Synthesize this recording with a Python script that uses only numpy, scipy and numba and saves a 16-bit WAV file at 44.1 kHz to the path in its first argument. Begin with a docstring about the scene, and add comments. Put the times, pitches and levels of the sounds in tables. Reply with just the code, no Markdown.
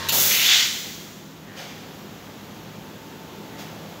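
"""A short spit as air or gas breaks from an outlet in a reverberant room, then a bright jet and a lower,
louder rush that swells and shuts. The hiss dies away over a fading, ringing wash, leaving wavering
electrical hum and room noise, with a thin whine late on. Two faint swishes come from a distance.
One microphone in the room, the same in both ears."""
import sys
import numpy as np
from scipy import signal
from scipy.fft import rfft, irfft
from scipy.io import wavfile
from numba import njit

SR = 44100
rng = np.random.default_rng(int(sys.argv[2]) if len(sys.argv) > 2 else 0)


def dump(signal):
    """Clip the signal to [-1, 1] and save it as 16-bit WAV at the path in sys.argv[1]."""
    limited = np.clip(np.atleast_2d(signal).T, -1, 1)
    pcm = np.round(limited * 32767).astype(np.int16)
    wavfile.write(sys.argv[1], SR, pcm)


N = 176400

# Noise spectra, shape only: f/Hz, level/dB per Hz
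JET_SPECTRUM = [(760, -42), (1300, -12.5), (1380, -13), (1490, -6.5), (1810, -15.5), (1990, -6.5),
                (2430, -10.5), (3800, -3), (5040, -6), (6750, -1.5), (8850, -14), (12400, -2.5),
                (15700, -1.5)]  # bright hiss at the outlet
THRUST_SPECTRUM = [(50, -28), (100, 2), (250, -3), (500, 2), (900, -1), (1500, -11.5), (3000, -30)]  # low push under the jet
RUSH_SPECTRUM = [(290, -61), (500, -19), (569, -42), (687, -20), (1220, -15.5), (1390, -12), (1520, -10),
                 (2110, -4.5), (2950, -5.5), (3550, -3.5), (7000, -7.5), (8820, -29), (15700, -35)]  # the lower rush
SWISH_SPECTRUM = [(290, -37), (500, -3), (727, -3), (1110, -13), (1410, -7.5), (2000, -6.5), (3210, -6.5),
                  (6240, -10.5), (9210, -28), (15700, -27)]  # body of a distant swish
WASH_SPECTRUM = [(120, -33), (200, -1), (359, -8), (655, -5), (731, -19), (894, -4), (1050, -0.5),
                 (1260, -6.5), (1690, 0.5), (2390, -12), (4220, -4), (6900, -17), (8920, -23), (14600, -21),
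                 (15700, -22)]  # noise in the ringing wash
ROOM_SPECTRUM = [(28, -52), (40, -30), (50, -21), (80, -13), (105, -9), (135, -7.5), (220, -3.5), (340, -6),
                 (600, -12.5), (950, -14), (1700, -19), (2500, -21), (3300, -21), (4800, -25.5),
                 (7000, -26.5), (9100, -41), (11500, -32), (15700, -29.5)]  # the room's own noise
# Level curves: t/s, level/dB
RUSH_ENVELOPE = [(.22, -38), (.31, -24.5), (.43, -21), (.47, -19), (.53, -16), (.575, -19.5), (.625, -19.5),
                 (.67, -28), (.76, -40), (.9, -86)]  # the rush swelling and shutting
WHINE_ENVELOPE = [(1.8, -72), (2.7, -56.5), (3.6, -51.5), (4, -62)]  # the late whine
ROOM_TOP_ENVELOPE = [(0, -1), (.8, -1.5), (1.4, -3.5), (1.8, 0), (3, -0.5), (4, 1)]  # gain on the room noise above the bass
# Leak that outlasts the jet: f/Hz, width/Hz, level/dB, hold/s, fall/(dB/s)
LEAK_BANDS = [(6180, 2400, -33.5, .52, 73), (15200, 2200, -45, .68, 55)]
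# Resonance moving through the rush: t/s, f/Hz, level/dB
RUSH_RESONANCE = [(.26, 2220, -46), (.31, 2430, -23.5), (.42, 2800, -27), (.47, 3360, -20),
                  (.53, 3510, -17), (.6, 3450, -22), (.7, 3500, -56), (.9, 3500, -90)]
# Resonances of the spit: f/Hz, width/Hz, relative level/dB
SPIT_RESONANCES = [(2800, 440, -0.5), (3840, 1200, 1), (6140, 170, -9), (7050, 230, -6.5), (11800, 400, -5),
                   (15200, 600, -13)]
# Distant swishes: t/s, level/dB, relative level of the bright edge/dB, attack/s, fall/(dB/s)
DISTANT_SWISHES = [(1.583, -36.5, -15, 0.031, 66), (3.595, -39.5, -6.5, .02, 160.5)]
# Tones ringing in the wash: f/Hz, starting level/dB
WASH_PARTIALS = [(94, -42.5), (151, -43.5), (910, -42.5), (1071, -46), (1744, -55.5), (1890, -50),
                 (3644, -50)]
# Tones of the electrical hum: f/Hz, level/dB
HUM_PARTIALS = [(64, -65), (100, -60), (111, -56), (160, -49.5), (200, -50), (222, -58)]
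# Reverberation of the room: f/Hz, time to fall 60 dB/s
ROOM_DECAY = [(200, 0.69), (1500, 1.28), (4000, 1.2), (9000, 1.58), (15000, 1.48)]


def jet():
    """The jet opens fully over a low thrust, sags as the pressure drops and leaves a thin, sizzling leak."""
    start, attack, opening_s, shut_s, swell_db = 0.1227, .003, 0.092, 0.65, 2
    opening = undb(-swell_db * np.clip(1 - (clock() - start) / opening_s, 0, 1))
    hiss = undb(-14.5) * noise(JET_SPECTRUM) * opening * burst(start, attack, opening_s, fall=41.5)
    thrust = undb(-30.5) * noise(THRUST_SPECTRUM) * burst(start, attack, hold=0.017, fall=55)
    leak = sum(undb(db) * band(hz, width) * burst(start, attack, hold, fall)
               for hz, width, db, hold, fall in LEAK_BANDS)
    shutting = undb(-115 * np.maximum(clock() - shut_s, 0))
    return (hiss + thrust) * shutting + leak


def rush():
    """The lower rush, loudest at the microphone, swells and shuts; a resonance climbs through it."""
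    peak_db = curve([(t, db) for t, hz, db in RUSH_RESONANCE])
    peak_hz = curve([(t, hz) for t, hz, db in RUSH_RESONANCE])
    resonance = undb(peak_db) * band(peak_hz, width=1400)
    return noise(RUSH_SPECTRUM) * undb(curve(RUSH_ENVELOPE)) + resonance


def spit():
    """The outlet cracks open and rings briefly, just ahead of the jet."""
    start = .0872
    rings = unit(sum(undb(db) * band(hz, width) for hz, width, db in SPIT_RESONANCES))
    crack = undb(-17.5) * noise(JET_SPECTRUM) * burst(start, attack=0.0011, hold=0.0039, fall=750)
    return crack + undb(-21) * rings * burst(start, attack=0.0025, hold=0.012, fall=330)


def swishes():
    """Two swishes far from the microphone, each led in by a duller scuff; a tiny wisp of hiss between."""
    out = undb(-55) * noise(JET_SPECTRUM) * burst(1.945, attack=0.018, hold=.01, fall=150)  # the wisp
    for start, db, edge_db, attack, fall in DISTANT_SWISHES:
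        scuff = undb(-11.5) * band(1770, width=810) * burst(start - 0.08, attack=.06, hold=0.044, fall=40)
        hiss = noise(SWISH_SPECTRUM) + undb(edge_db) * noise(JET_SPECTRUM)
        out += undb(db) * (scuff + hiss * burst(start, attack, hold=0.015, fall=fall))
    return out


def wash():
    """A diffuse ringing, there from the start, that fades under the hiss."""
    tones = sum(undb(db) * tone(hz, drift_hz=6.8, rate=25) for hz, db in WASH_PARTIALS)
    return (tones + undb(-34) * noise(WASH_SPECTRUM)) * burst(0, attack=.01, hold=0.1, fall=64)


def hum():
    """Low electrical hum that wavers and grows slowly, with a thin whine late on."""
    waver_db, waver_hz, rise_db_s = 2.2, 8.2, 1.1
    low = sum(undb(db + waver_db * walk(waver_hz)) * tone(hz, drift_hz=1.54, rate=waver_hz)
              for hz, db in HUM_PARTIALS)
    whine = tone(893, drift_hz=1.9, rate=10) * undb(curve(WHINE_ENVELOPE) + walk(9.3))
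    return low * undb(rise_db_s * (clock() - 3.5)) + whine


def room_tone():
    """Background noise: steady bass, a top whose level dips after the hiss and recovers, a middle that swells
    late."""
    bass_edge_hz, middle_full_s, middle_rise_db_s = 93, 3.73, 18.5
    air = noise(ROOM_SPECTRUM) + undb(-18) * band(3230, width=1300)
    bass = signal.sosfiltfilt(signal.butter(2, bass_edge_hz, fs=SR, output="sos"), air)
    top = (air - bass) * undb(curve(ROOM_TOP_ENVELOPE))
    middle_db = -47 - middle_rise_db_s * np.maximum(middle_full_s - clock(), 0)
    return undb(-40.5) * (bass + top) + undb(middle_db) * band(530, width=520)


def room(x):
    """Sound reaches the microphone directly, then as dense early reflections and a long diffuse tail."""
    early_t60_s = 0.39
    grain, tail = rfft(rng.standard_normal(N)), 0
    for centre, t60 in ROOM_DECAY:
        share = on_log_axis([(hz, hz == centre) for hz, _ in ROOM_DECAY], bins())  # crossfaded bands
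        tail += irfft(grain * share, N) * undb(-60 * clock() / t60)
    early = rng.standard_normal(N) * undb(-60 * clock() / early_t60_s)
    response = (undb(-7) * unit(tail) + undb(-8) * unit(early)) / np.sqrt(N)
    response[0] = 1  # the direct path
    return signal.fftconvolve(x, response / np.linalg.norm(response))[:N]


def undb(db):
    """Decibels to gain."""
    return 10 ** (np.asarray(db) / 20)


def unit(x):
    """Scale to rms 1."""
    return x / np.sqrt(np.mean(x ** 2))


def clock():
    """Time of every sample, in s."""
    return np.arange(N) / SR


def bins():
    """Frequency of every spectrum bin, in Hz."""
    return np.arange(N // 2 + 1) * SR / N


def curve(rows):
    """Join (t/s, value) rows by straight lines."""
    return np.interp(clock(), *np.array(rows).T)


def on_log_axis(rows, hz):
    """Read (f/Hz, value) rows on a log-frequency axis."""
    freqs, values = np.array(rows).T
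    return np.interp(np.log(hz + 1e-3), np.log(freqs), values)


def noise(spectrum):
    """Noise of rms 1 with a given spectrum, falling steeply below its first point."""
    hz = bins()
    gain = undb(on_log_axis(spectrum, hz)) * np.minimum(hz / spectrum[0][0], 1) ** 2
    return unit(irfft(rfft(rng.standard_normal(N)) * gain, N))


@njit
def bandpass(x, hz, width):
    """State-variable band-pass whose centre may move."""
    y, band_state, low_state = np.empty(len(x)), 0., 0.
    for i in range(len(x)):
        gain = np.tan(np.pi * hz[i] / SR)
        damping = np.pi * width / SR * (gain + 1 / gain)
        passed = (band_state + gain * (x[i] - low_state)) / (1 + gain * (gain + damping))
        band_state = 2 * passed - band_state
        low_state += 2 * gain * passed
        y[i] = damping * passed
    return y


def band(hz, width):
    """Noise of rms 1 in one steep-sided resonance, still or moving; width in Hz."""
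    centre = hz * np.ones(N)
    once = bandpass(rng.standard_normal(N), centre, float(width))
    return unit(bandpass(once, centre, float(width)))


def walk(rate):
    """Smooth random wander of rms 1, up to about rate Hz."""
    return unit(irfft(rfft(rng.standard_normal(N)) * np.exp(-(bins() / rate) ** 2), N))


def burst(start, attack, hold, fall):
    """Rise up to the start time, hold, then fall; times in s, fall in dB/s."""
    age = clock() - start
    return np.clip(1 + age / attack, 0, 1) * undb(-fall * np.maximum(age - hold, 0))


def tone(hz, drift_hz, rate):
    """A sine of rms 1 whose pitch wanders."""
    cycles = np.cumsum(hz + drift_hz * walk(rate)) / SR
    return np.sqrt(2) * np.sin(2 * np.pi * (cycles + rng.random()))


def scene():
    """At the microphone: sputtering hiss and distant swishes through the room, over wash, noise and hum."""
    sputter_db = 0.8
    escape = (spit() + jet() + rush()) * undb(sputter_db * walk(rate=270))
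    mono = room(escape + swishes()) + wash() + room_tone() + hum()
    return np.array([mono, mono])


def record(dry):
    """The recorder cuts the top steeply."""
    top_hz = 15700
    return signal.sosfilt(signal.ellip(12, .1, 80, top_hz, fs=SR, output="sos"), dry)


dry = scene()
out = record(dry)
dump(out)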